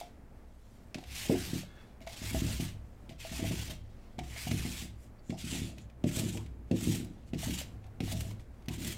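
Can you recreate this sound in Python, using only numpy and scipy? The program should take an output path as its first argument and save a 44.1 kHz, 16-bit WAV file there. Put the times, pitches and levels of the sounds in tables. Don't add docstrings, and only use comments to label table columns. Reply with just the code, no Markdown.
import sys
import numpy as np
from scipy import signal
from scipy.fft import rfft, irfft
from scipy.io import wavfile
from scipy.ndimage import uniform_filter1d, map_coordinates

SR = 44100
rng = np.random.default_rng(int(sys.argv[2]) if len(sys.argv) > 2 else 0)


def put_to_file(sound):
    columns = np.atleast_2d(sound).T
    safe = np.clip(columns, -1, 1)
    whole_steps = np.round(safe * 32767)
    wavfile.write(sys.argv[1], SR, whole_steps.astype(np.int16))


def amplitude_ratio(level_db):
    exponent = np.asarray(level_db, float) / 20
    return 10 ** exponent


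N = 395577

# (touch-down [s], wait before the pull [s], speeding up [s], steady pull [s],
#           peel level at full speed [dB])
STROKES = [(-0.5, 0.1, 0.2, 0.2, -47), (0.95, 0.11, 0.1, 0.44, -44), (2.015, 0.075, 0.2, 0.38, -44),
           (3.1, 0.103, 0.165, 0.355, -44.5), (4.183, 0.06, 0.18, 0.41, -46.5),
           (5.296, 0.092, 0.16, 0.14, -44), (6.045, 0.033, 0.09, 0.2, -44.5),
           (6.72, 0.045, 0.08, 0.13, -45), (7.34, 0.05, 0.04, 0.18, -45.5), (8.01, 0.033, 0.07, 0.195, -49),
           (8.69, 0.025, 0.155, 0.06, -46)]
# (multiple of its ring [1], level [dB], t60 [s])
ROLL_MODES = [(1.002, 4.3, 0.045), (1.15, -3, 0.036), (1.9, -25, 0.04)]
RUSTLE_EDGE_DB = -14


def level(x, db):
    return x * amplitude_ratio(db) / np.sqrt(np.mean(x ** 2))


def colour(x, points):
    hz, db = np.transpose(points)
    size = 8192
    bins = np.maximum(np.fft.rfftfreq(size, 1 / SR), 1)
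    log_gain = np.interp(np.log(bins), np.log(hz), db) * np.log(10) / 20
    cepstrum = irfft(log_gain)
    cepstrum[1:size // 2] *= 2
    cepstrum[size // 2 + 1:] = 0
    response = irfft(np.exp(rfft(cepstrum)))
    return signal.fftconvolve(x, response)[:N]


def high(x, hz):
    return signal.sosfilt(signal.butter(2, hz, "high", fs=SR, output="sos"), x)


def ring(modes, seconds, travel=0.):
    t = np.arange(int(seconds * SR)) / SR
    out = 0
    for hz, db, t60 in modes:
        since = np.maximum(t - travel / np.sqrt(hz), 0)
        decay = np.exp(-np.log(1000) * since / t60)
        out = out + amplitude_ratio(db) * np.sin(2 * np.pi * hz * since) * decay
    return out


def add(out, s, sound):
    i = max(int(s * SR), 0)
    out[i:i + len(sound)] += sound[:N - i]


def walk(rate):
    k = int(SR / rate)
    held = np.repeat(rng.standard_normal(N // k + 1), k)
    return 2.07 * uniform_filter1d(held, k)[:N]


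def grains(per_s, scatter_db):
    hit = rng.random(N) < per_s / SR
    return hit * rng.standard_normal(N) * amplitude_ratio(scatter_db * rng.exponential(size=N))


def patches(shape, per_s, per_khz):
    rows = np.linspace(0, per_khz * SR / 2000, shape[0])
    cols = np.linspace(0, per_s * N / SR, shape[1])
    relief = rng.standard_normal((200, 800))
    return 1.37 * map_coordinates(relief, np.meshgrid(rows, cols, indexing="ij"), order=1)


def every_ms():
    return np.arange(0, N / SR + .002, .001)


def along(rows):
    s, *columns = np.transpose(rows)
    return [np.interp(np.arange(N) / SR, s, c) for c in columns]


def hush():
    # (frequency [Hz], density [dB per Hz])
    air_shape = [(18, -13), (27, -8), (31, -37), (42, -17), (62, -5), (80, -10), (90, -23.5), (115, -10),
                 (150, -22.5), (240, -15.5), (300, -23), (620, -25), (1000, -32.5), (2100, -38.5),
                 (3300, -48.5), (16000, -56)]
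    # (frequency [Hz], level [dB])
    hum_tones = [(25, -58.5), (60, -58.5), (119, -71)]
    air = level(colour(rng.standard_normal(N), air_shape), -55.5) * amplitude_ratio(.7 * walk(9))
    t = np.arange(N) / SR
    hum = 0
    for hz, db in hum_tones:
        hum = hum + np.sqrt(2) * amplitude_ratio(db + 1.7 * walk(4.1)) * np.sin(2 * np.pi * hz * t)
    return air + hum


def stray_bands(mid):
    hz, s, spectrum = signal.stft(mid, SR, nperseg=1024)
    chance = rng.random((len(hz) // 24 + 1, len(s) // 3 + 1))
    tiles = np.kron(chance < .06, np.ones((24, 3)))[:len(hz), :len(s)]
    turns = np.exp(2j * np.pi * rng.random(spectrum.shape))
    treble = hz[:, None] > 10000
    return signal.istft(spectrum * turns * tiles * treble, SR, nperseg=1024)[1][:N]


def room(x):
    t60_s, tail_db = 0.37, -13.5
    t = np.arange(SR // 2) / SR
    tail = rng.standard_normal(len(t)) * np.exp(-np.log(1000) * t / t60_s) * (t > .004)
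    tail = signal.lfilter([1], [1, -.4], tail)
    return signal.fftconvolve(x, tail / np.sqrt(np.sum(tail ** 2)))[:N] * amplitude_ratio(tail_db)


def leaning(column, slopes, rest_db, lead_s=0.):
    # (time [s], rolling rumble [dB], sway [dB])
    load = [(1.15, -57, -49), (1.42, -40, -47), (2.44, -39, -33), (3.5, -39, -36), (4.3, -62, -45),
            (4.6, -42, -36), (5.58, -41, -42), (6.22, -35, -41), (6.45, -58, -40), (6.9, -34, -42),
            (7.5, -43, -36), (8.17, -44, -35), (8.86, -42, -41)]
    t = every_ms()
    power = amplitude_ratio(rest_db) ** 2
    for row in load:
        since = t - row[0] + lead_s
        fall_db = np.maximum(-slopes[0] * since, slopes[1] * since)
        power = power + amplitude_ratio(row[column] - fall_db) ** 2
    return along(np.transpose([t, 10 * np.log10(power)]))[0]


def desk(rumble_db, sway_db):
    # (frequency [Hz], level [dB], t60 [s])
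    panel_modes = [(106.6, -2.5, 0.34), (149.6, -3, 0.38), (184.7, -2.5, 0.37), (238, -0.5, 0.17),
                   (265.9, 0.46, 0.18), (305, -0.5, 0.16), (334.4, -4, 0.26), (364, -5.5, 0.21),
                   (402.3, -6, 0.069), (448.6, -9, 0.17), (511, -6, 0.069), (612, -11, 0.09),
                   (780, -15, 0.04), (1050, -21, 0.03)]
    # (frequency [Hz], level [dB], t60 [s])
    leg_modes = [(66.8, -2.2, 0.43), (101.9, -2.5, 0.39)]
    # (time [s], peak [dB], contact [ms], tilt [dB per octave])
    landings = [
        (0.949, -29.5, 1.9, 2),
        (3.088, -33, 3.6, -2),
        (4.177, -28, 2.6, 0),
        (5.29, -22.5, 1.7, -0.7),
        (6.036, -14.5, 1.3, -0.3),
        (6.707, -15.5, 0.94, 1.5),
        (7.327, -20, 2.0, -3),
        (7.999, -21.5, 1.5, 0.3),
        (8.676, -22.5, 2.7, 1),
    ]
    # (time [s], peak [dB], contact [ms], tilt [dB per octave])
    rolling_bumps = [(1.291, -15, 1.2, 8.5), (1.526, -18.5, 2.5, -0.5), (2.211, -30.5, 2.4, -2),
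                     (2.338, -22.5, 2.0, -4), (2.413, -21, 2.5, -1), (2.592, -20, 2.9, -2),
                     (3.308, -26.5, 4.2, 0.3), (3.388, -27.5, 2.0, 0.3), (3.42, -20, 1.9, 0.3),
                     (3.503, -24, 1.76, -1), (3.691, -33, 1.4, -1), (4.461, -23.5, 3.2, -6),
                     (4.508, -18.5, 2.6, 0), (4.644, -21.5, 3.1, 1.5), (4.816, -31.5, 2.5, -1),
                     (5.434, -23, 4, -3), (5.52, -25.5, 2.55, -1), (6.228, -17.5, 2.6, -0.5),
                     (6.347, -27.5, 1.4, 3.5), (6.82, -23, 2.8, -3), (6.866, -15, 2.0, -3.5),
                     (7.464, -22.5, 2.6, 0), (8.118, -25, 3.1, -6), (1.322, -25, 1.8, 6),
                     (1.343, -25, 1.8, 6), (2.006, -40, 3, -2), (2.305, -30, 2.5, -1), (5.611, -25, 2.5, 0),
                     (6.164, -24, 2, 1), (6.719, -24, 1, 3), (6.736, -23, 1.3, 2), (6.994, -24, 2.5, 0),
                     (7.49, -25, 2.5, 0), (8.028, -33, 2, 1), (8.26, -33, 3, -2), (8.775, -30, 2.6, -1),
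                     (8.845, -31, 2.4, 0)]
    lumps = uniform_filter1d(grains(1100, 1.4), size=60)
    rumble = high(signal.fftconvolve(lumps, ring(panel_modes, .3, 0.0826))[:N], 98.0)
    bumps = np.zeros(N)
    thuds = sorted(landings + rolling_bumps)
    place_db = 2 * rng.standard_normal((len(thuds), len(panel_modes)))
    for (s, db, ms, tilt_db), place in zip(thuds, place_db):
        shove = np.hanning(int(ms * SR / 1000) + 2)
        modes = [(hz, d + p + tilt_db * np.log2(hz / 250), t60)
                 for (hz, d, t60), p in zip(panel_modes, place)]
        panel = ring(modes + [(227, 7.0, 0.03)], 0.32, 0.031)
        thud = signal.fftconvolve(panel, shove / shove.sum())
        add(bumps, s + 0.0039, -thud * amplitude_ratio(db - 11))
    sway = signal.fftconvolve(rng.standard_normal(N), ring(leg_modes, .8))[:N]
    bumps = high(high(bumps, 86.0), 87.0)
    rumble = level(rumble, -0.44) * amplitude_ratio(rumble_db)
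    return bumps + rumble + level(high(sway, 40.0), -1.07) * amplitude_ratio(sway_db)


def coasting():
    # (time [s], level [dB])
    coast = [
        (1.62, -75),
        (1.66, -67),
        (1.84, -68),
        (1.93, -80),
    ]
    # (frequency [Hz], width [Hz], level [dB])
    handle = [(1340, 100, -3), (1700, 70, 1), (2140, 70, -3), (2620, 92, -6), (3390, 60, -2.5)]
    modes = [(hz, db, np.log(1000) / (np.pi * width)) for hz, width, db in handle]
    rub = signal.fftconvolve(grains(3000, 1.7), ring(modes, .06))[:N]
    inside = np.abs(np.arange(N) / SR - 1.775) < .16
    return level(rub, 0) * amplitude_ratio(along(coast)[0] + 1.4 * walk(30.1)) * inside


def scraping():
    # (time [s], half length [s], level [dB], frequency
    # [Hz])
    narrow_bursts = [(1.2, 0.1, -53, 2200), (1.335, 0.045, -33, 345), (8.72, 0.04, -58, 1000),
                     (2.026, 0.012, -63, 2150), (2.076, 0.01, -58, 1500), (4.195, 0.012, -52, 2200),
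                     (4.385, 0.08, -50.5, 2120), (2.076, 0.01, -52, 2200), (1.55, 0.04, -59, 680),
                     (1.42, 0.14, -57, 1600), (1.76, 0.14, -68, 1500), (2.5, 0.06, -55, 600),
                     (3.71, 0.04, -54, 620), (5.35, 0.025, -53, 740), (5.195, 0.012, -71, 4600),
                     (5.3, 0.06, -66, 7200), (5.35, 0.02, -62, 5300), (5.82, 0.03, -69, 6900),
                     (5.55, 0.04, -57, 700), (5.7, 0.05, -58, 620), (6.2, 0.06, -51, 600), (6.4, 0.035, -57, 950),
                     (6.93, 0.05, -59, 800), (7.05, 0.03, -62, 700), (7.86, 0.04, -61, 750), (8.15, 0.03, -51, 650),
                     (8.24, 0.05, -56, 640), (8.86, 0.05, -56, 620)]
    ring_cycles = 22
    out, friction = np.zeros(N), grains(5000, 1.5)
    for s, half, db, hz in narrow_bursts:
        i, k = int((s - 2 * half) * SR), int(4 * half * SR)
        sound = signal.fftconvolve(friction[i:i + k], ring([(hz, 0, ring_cycles / hz)], .04))[:k]
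        fade = amplitude_ratio(RUSTLE_EDGE_DB * np.linspace(-2, 2, k) ** 2)
        add(out, i / SR, level(sound, db) * fade)
    return out


def slaps():
    # (time [s], peak [dB], treble [dB])
    cracks = [(0.0014, -51, 2), (0.9446, -34.5, -23), (0.9836, -46, -40), (1.0385, -46, -16),
              (2.0053, -58, -6), (2.0662, -50, -8), (2.0735, -40, -22), (2.2238, -49, -11),
              (2.6035, -48, -10), (3.0929, -46, -17), (3.5159, -42, -12), (4.1898, -37.5, -23),
              (4.2353, -51, -11), (4.5127, -32, -16), (5.3038, -41.5, -25), (5.782, -46, -12),
              (5.899, -59, -18), (6.0398, -41.5, -19), (6.113, -43, -12), (6.3723, -39, -15),
              (6.4617, -52, -14), (6.7131, -41, -38), (7.334, -44, -20), (7.39, -44, -6), (7.419, -44, -4),
              (7.8416, -58, -22), (7.866, -60, -6), (6.089, -44, -8), (6.762, -47, -8), (7.047, -51, 0),
              (8.039, -47, -8), (8.312, -50, -10), (8.623, -60, -25), (7.345, -48, -22),
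              (8.0042, -37.5, -23), (8.2073, -37, -4), (8.3963, -53, -14), (8.6584, -56, -6),
              (8.6843, -34, -10)]
    out = np.zeros(N)
    t = np.arange(SR // 10) / SR
    noise = rng.standard_normal((len(cracks), len(t)))
    for (s, db, treble_db), hiss in zip(cracks, noise):
        crack = hiss * (np.exp(-t / 0.0042) + 0.28 * np.exp(-t / 0.0092))
        top = high(crack, 5800.0)
        add(out, s, amplitude_ratio(db - 3) * (crack + top * (amplitude_ratio(treble_db + 10.0) - 1)))
    return colour(out, [(300, 4), (1400, 0), (2300, 11.0), (5000, 1.0), (16000, -11)])


def swell(sound):
    return sound * (1 - np.exp(-np.arange(len(sound)) / SR / .002))


def ticks():
    # (time [s], peak [dB], ring [Hz])
    grip_ticks = [(1.339, -39, 522), (2.055, -47, 638), (2.286, -44, 888), (2.484, -41, 770),
                  (3.379, -47, 705), (3.431, -42, 659), (3.705, -44, 565), (4.867, -49, 727),
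                  (5.537, -43, 522), (5.699, -44, 600), (5.775, -45, 603), (6.109, -45, 576),
                  (6.185, -41, 584), (6.283, -41, 649), (6.35, -38, 800), (6.373, -37, 589),
                  (6.739, -33, 528), (6.813, -39, 650), (6.921, -43, 584), (6.949, -40, 680),
                  (7.419, -48, 832), (7.433, -26.5, 680), (7.459, -38, 900), (7.483, -33, 603),
                  (7.615, -31, 600), (7.844, -48, 746), (8.079, -33, 732), (8.119, -32, 705),
                  (8.131, -32, 660), (8.229, -46, 581), (8.31, -43, 1000), (8.316, -42, 614)]
    # (multiple of the ring [1], level [dB], t60 [s])
    upper_modes = [(1.45, -6, .016), (2.1, -18, .012)]
    damping = .6
    out = np.zeros(N)
    for s, db, hz in grip_ticks:
        modes = [(hz * k, d, t60 * damping) for k, d, t60 in ROLL_MODES]
        modes += [(hz * k, d, t60) for k, d, t60 in upper_modes]
        add(out, s - .0018, swell(ring(modes, .05)) * amplitude_ratio(db - 5))
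    return out


def rattle():
    # (time [s], peak [dB], ring [Hz])
    knocks = [(0.986, -44, 740), (1.03, -46, 714), (1.257, -47.5, 619), (1.299, -33, 638),
              (1.352, -36, 697), (1.635, -46.5, 590), (2.072, -39, 672), (2.227, -48, 635),
              (2.349, -30.5, 650), (2.599, -45, 690), (3.251, -39, 650), (3.326, -44, 670),
              (3.399, -44, 656), (3.445, -37, 673), (3.513, -43, 630), (4.363, -45, 686),
              (4.473, -37.5, 723), (4.512, -43, 640), (4.653, -44.5, 704), (8.7, -49, 720)]
    # (time [s], peak [dB], ring [Hz])
    jolts = [
        (0.014, -36.5, 700),
        (0.948, -42, 625),
        (2.011, -50, 647),
        (3.111, -50, 670),
        (4.19, -33, 730),
        (5.327, -41, 640),
        (6.043, -33, 588),
        (6.712, -35.5, 556),
        (7.335, -45.5, 674),
        (8.004, -46, 753),
    ]
    out = np.zeros(N)
    hits = sorted(jolts + knocks)
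    chance = rng.standard_normal((len(hits), len(ROLL_MODES) + 1))
    for (s, db, hz), draw in zip(hits, chance):
        third_db = -16 + 28 * np.log2(hz / 650)
        modes = [(hz * k, d + 1.2 * c, t60) for (k, d, t60), c in zip(ROLL_MODES, draw)]
        modes += [(.87 * hz, -8, .03), (3.02 * hz, third_db, .03), (3.17 * hz, third_db - 4, .015)]
        knock = swell(ring(modes, .1))
        add(out, s - .0018, knock * amplitude_ratio(db + 2.5))
        add(out, s + 0.02 + 0.00417 * draw[-1], knock * amplitude_ratio(db - 9.5))
    return out


def catching():
    # (time [s], peel change [dB])
    hops = [(1.278, -5.0), (1.347, -3.0), (1.372, -2.5), (1.461, 2.5), (1.53, -4.5), (1.541, 3.0),
            (2.132, 2.0), (2.156, -3.0), (2.214, -5.0), (2.321, -6.0), (2.391, 2.0), (2.42, -4.0),
            (2.595, -4.5), (2.609, 2.0), (3.313, -4.0), (3.412, -4.5), (3.434, -2.5), (3.471, 2.0),
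            (3.509, -4.5), (3.575, 2.0), (3.692, -6.5), (3.709, 3.0), (4.352, -2.5), (4.382, 3.0),
            (4.464, -3.0), (4.483, 2.0), (4.5, -4.5), (4.59, 2.0), (4.65, -3.5), (5.437, -4.5), (5.51, 2.5),
            (5.61, -3.0), (5.664, 2.0), (6.107, -5.5), (6.167, 4.5), (6.195, 4.5), (6.229, -3.5),
            (6.263, -2.5), (6.299, 2.5), (6.318, -5.0), (6.811, 2.0), (6.837, 4.5), (6.924, 3.5),
            (6.952, 5.0), (7.445, 4.5), (7.502, -4.5), (7.54, 3.5), (7.569, -6.0), (7.59, 5.5),
            (8.053, -3.0), (8.123, 6.5), (8.15, -5.0), (8.21, 7.0), (8.741, 3.5), (8.777, -9.5),
            (8.847, 3.0), (8.864, -2.5), (8.877, 4.5)]
    t = every_ms()
    change_db = sum(db * np.exp(-((t - s) / .008) ** 2) for s, db in hops)
    return along(np.transpose([t, change_db]))[0] * .88


def places():
    # (sheen band [dB], top octave [dB])
    mat_places = [(0, 1), (-1, 0), (0, 1), (0, 0), (0, -1), (2.5, -5), (3, -3), (2, -2), (0, 0), (0, 0),
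                  (0, 1)]
    stroke = np.searchsorted(np.transpose(STROKES)[0], np.arange(N) / SR) - 1
    return np.transpose(mat_places)[:, stroke]


def pulling():
    # (first tug under full speed [dB], tiring [dB], brightness [dB],
    #                       favoured band [Hz], lift-off [dB per s])
    grips = [(-8, -4, -6, 2300, 220), (-16, -3, -4, 2700, 260), (-10, -3, -4, 2800, 270),
             (-8.5, -4, -4.5, 2750, 330), (-12, -1, -3, 2550, 270), (-7, -11, -2.5, 2850, 240),
             (-5, -9, -1, 3200, 200), (-5, -3, -2, 3150, 190), (-3, 0, -2.5, 2950, 350),
             (-2, -9, -2, 2950, 330), (-9, -2, -1, 3000, 250)]
    # (time [s], half length [s], level [dB], brightness [dB])
    rustles = [(0.4, 0.3, -84, -3), (0.05, 0.1, -75, 2), (0.72, 0.3, -74, -2), (1.02, 0.07, -63, -5),
               (1.8, 0.15, -69, -7), (2.95, 0.3, -79, -2), (4.0, 0.3, -73, -9), (5.03, 0.06, -69, 1),
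               (5.27, 0.04, -71, -8), (5.8, 0.05, -65, -7), (7.19, 0.12, -74, -12), (7.284, 0.03, -68, -5),
               (6.69, 0.02, -73, -8), (7.85, 0.04, -73, -14), (8.41, 0.04, -71, -5), (8.55, 0.15, -79, -5)]
    touch_db, settle_db_per_s, tug_s = -57, 230, 0.022
    bright_per_db, wedge_hz_per_db, slowest_db = 0.25, 25, -25
    t = every_ms()
    power, bright_db, wedge_hz = amplitude_ratio(-100) ** 2, 0 * t, 0 * t
    for (touch, wait, rise, steady, db), grip in zip(STROKES, grips):
        tug_db, tire_db, gloss_db, hz, lift = grip
        times = touch + np.cumsum([wait - tug_s, tug_s, rise, steady, 1])
        pace_db = np.interp(t, times, [tug_db - 15, tug_db, 0, tire_db, tire_db - lift], -99)
        now = t >= touch
        contact = amplitude_ratio(touch_db - settle_db_per_s * np.abs(t - touch)) ** 2
        power = power + amplitude_ratio(db + pace_db) ** 2 + now * contact
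        slow_db = np.maximum(pace_db - np.interp(t, times[2:4], [0, tire_db]), slowest_db)
        bright_db[now] = (gloss_db + bright_per_db * slow_db)[now]
        wedge_hz[now] = (hz + wedge_hz_per_db * slow_db)[now]
    for s, half, db, gloss_db in rustles:
        rustle = amplitude_ratio(db + RUSTLE_EDGE_DB * ((t - s) / half) ** 2) ** 2
        bright_db = (bright_db * power + gloss_db * rustle) / (power + rustle)
        power = power + rustle
    return along(np.transpose([t, 10 * np.log10(power), bright_db, wedge_hz]))


def peel(peel_db, bright_db, peak_hz):
    # (frequency [Hz], density [dB per Hz])
    snap_shape = [(530, -14.5), (900, -8), (990, -11.5), (1260, -11.5), (1580, -8.5), (2180, -3),
                  (3320, -2.5), (4690, -5.5), (7570, -9), (10300, -15.5), (14600, -17.5), (15700, -23.5)]
    snaps = level(colour(grains(14000, 1.25), snap_shape), 0)
    hz, s, spectrum = signal.stft(snaps, SR, nperseg=512)
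    hz, at = hz[:, None], np.minimum(s * SR, N - 1).astype(int)
    wedge_db = 2.5 * np.exp(-((hz - peak_hz[at]) / 170) ** 2)
    catch_db, (sheen_db, top_db) = catching(), places()
    treble_db = (bright_db[at] + 7.5 + .4 * catch_db[at]) / (1 + np.exp((6500 - hz) / 700))
    treble_db = treble_db + sheen_db[at] * np.exp(-((hz - 7600) / 1100) ** 2)
    treble_db = treble_db + top_db[at] / (1 + np.exp((12800 - hz) / 600))
    grip_db = 2.2 * patches(spectrum.shape, 40, 6) + .8 * patches(spectrum.shape, 20, .8)
    shaped = signal.istft(spectrum * amplitude_ratio(wedge_db + treble_db + grip_db), SR, nperseg=512)[1][:N]
    return shaped * amplitude_ratio(peel_db + catch_db - 0.5 + .6 * walk(60))


def scene():
    airborne = peel(*pulling()) + rattle() + ticks() + slaps() + coasting() + scraping()
    rumble_db = leaning(1, (105, 68), -65)
    sway_db = leaning(2, (105, 33), -68, lead_s=0.07)
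    floor = desk(rumble_db, sway_db) + hush()
    mid = airborne + room(airborne) + floor
    return np.array([mid, mid])


def roll_off(x):
    return signal.sosfilt(signal.butter(12, 16470, fs=SR, output="sos"), x)


def record(dry):
    low_pass = signal.ellip(10, .2, 45, 15850, fs=SR, output="sos")
    mid = signal.sosfilt(low_pass, dry[0])
    side = stray_bands(mid)
    return roll_off(np.array([mid + side, mid - side]))


dry = scene()
out = record(dry)
put_to_file(out)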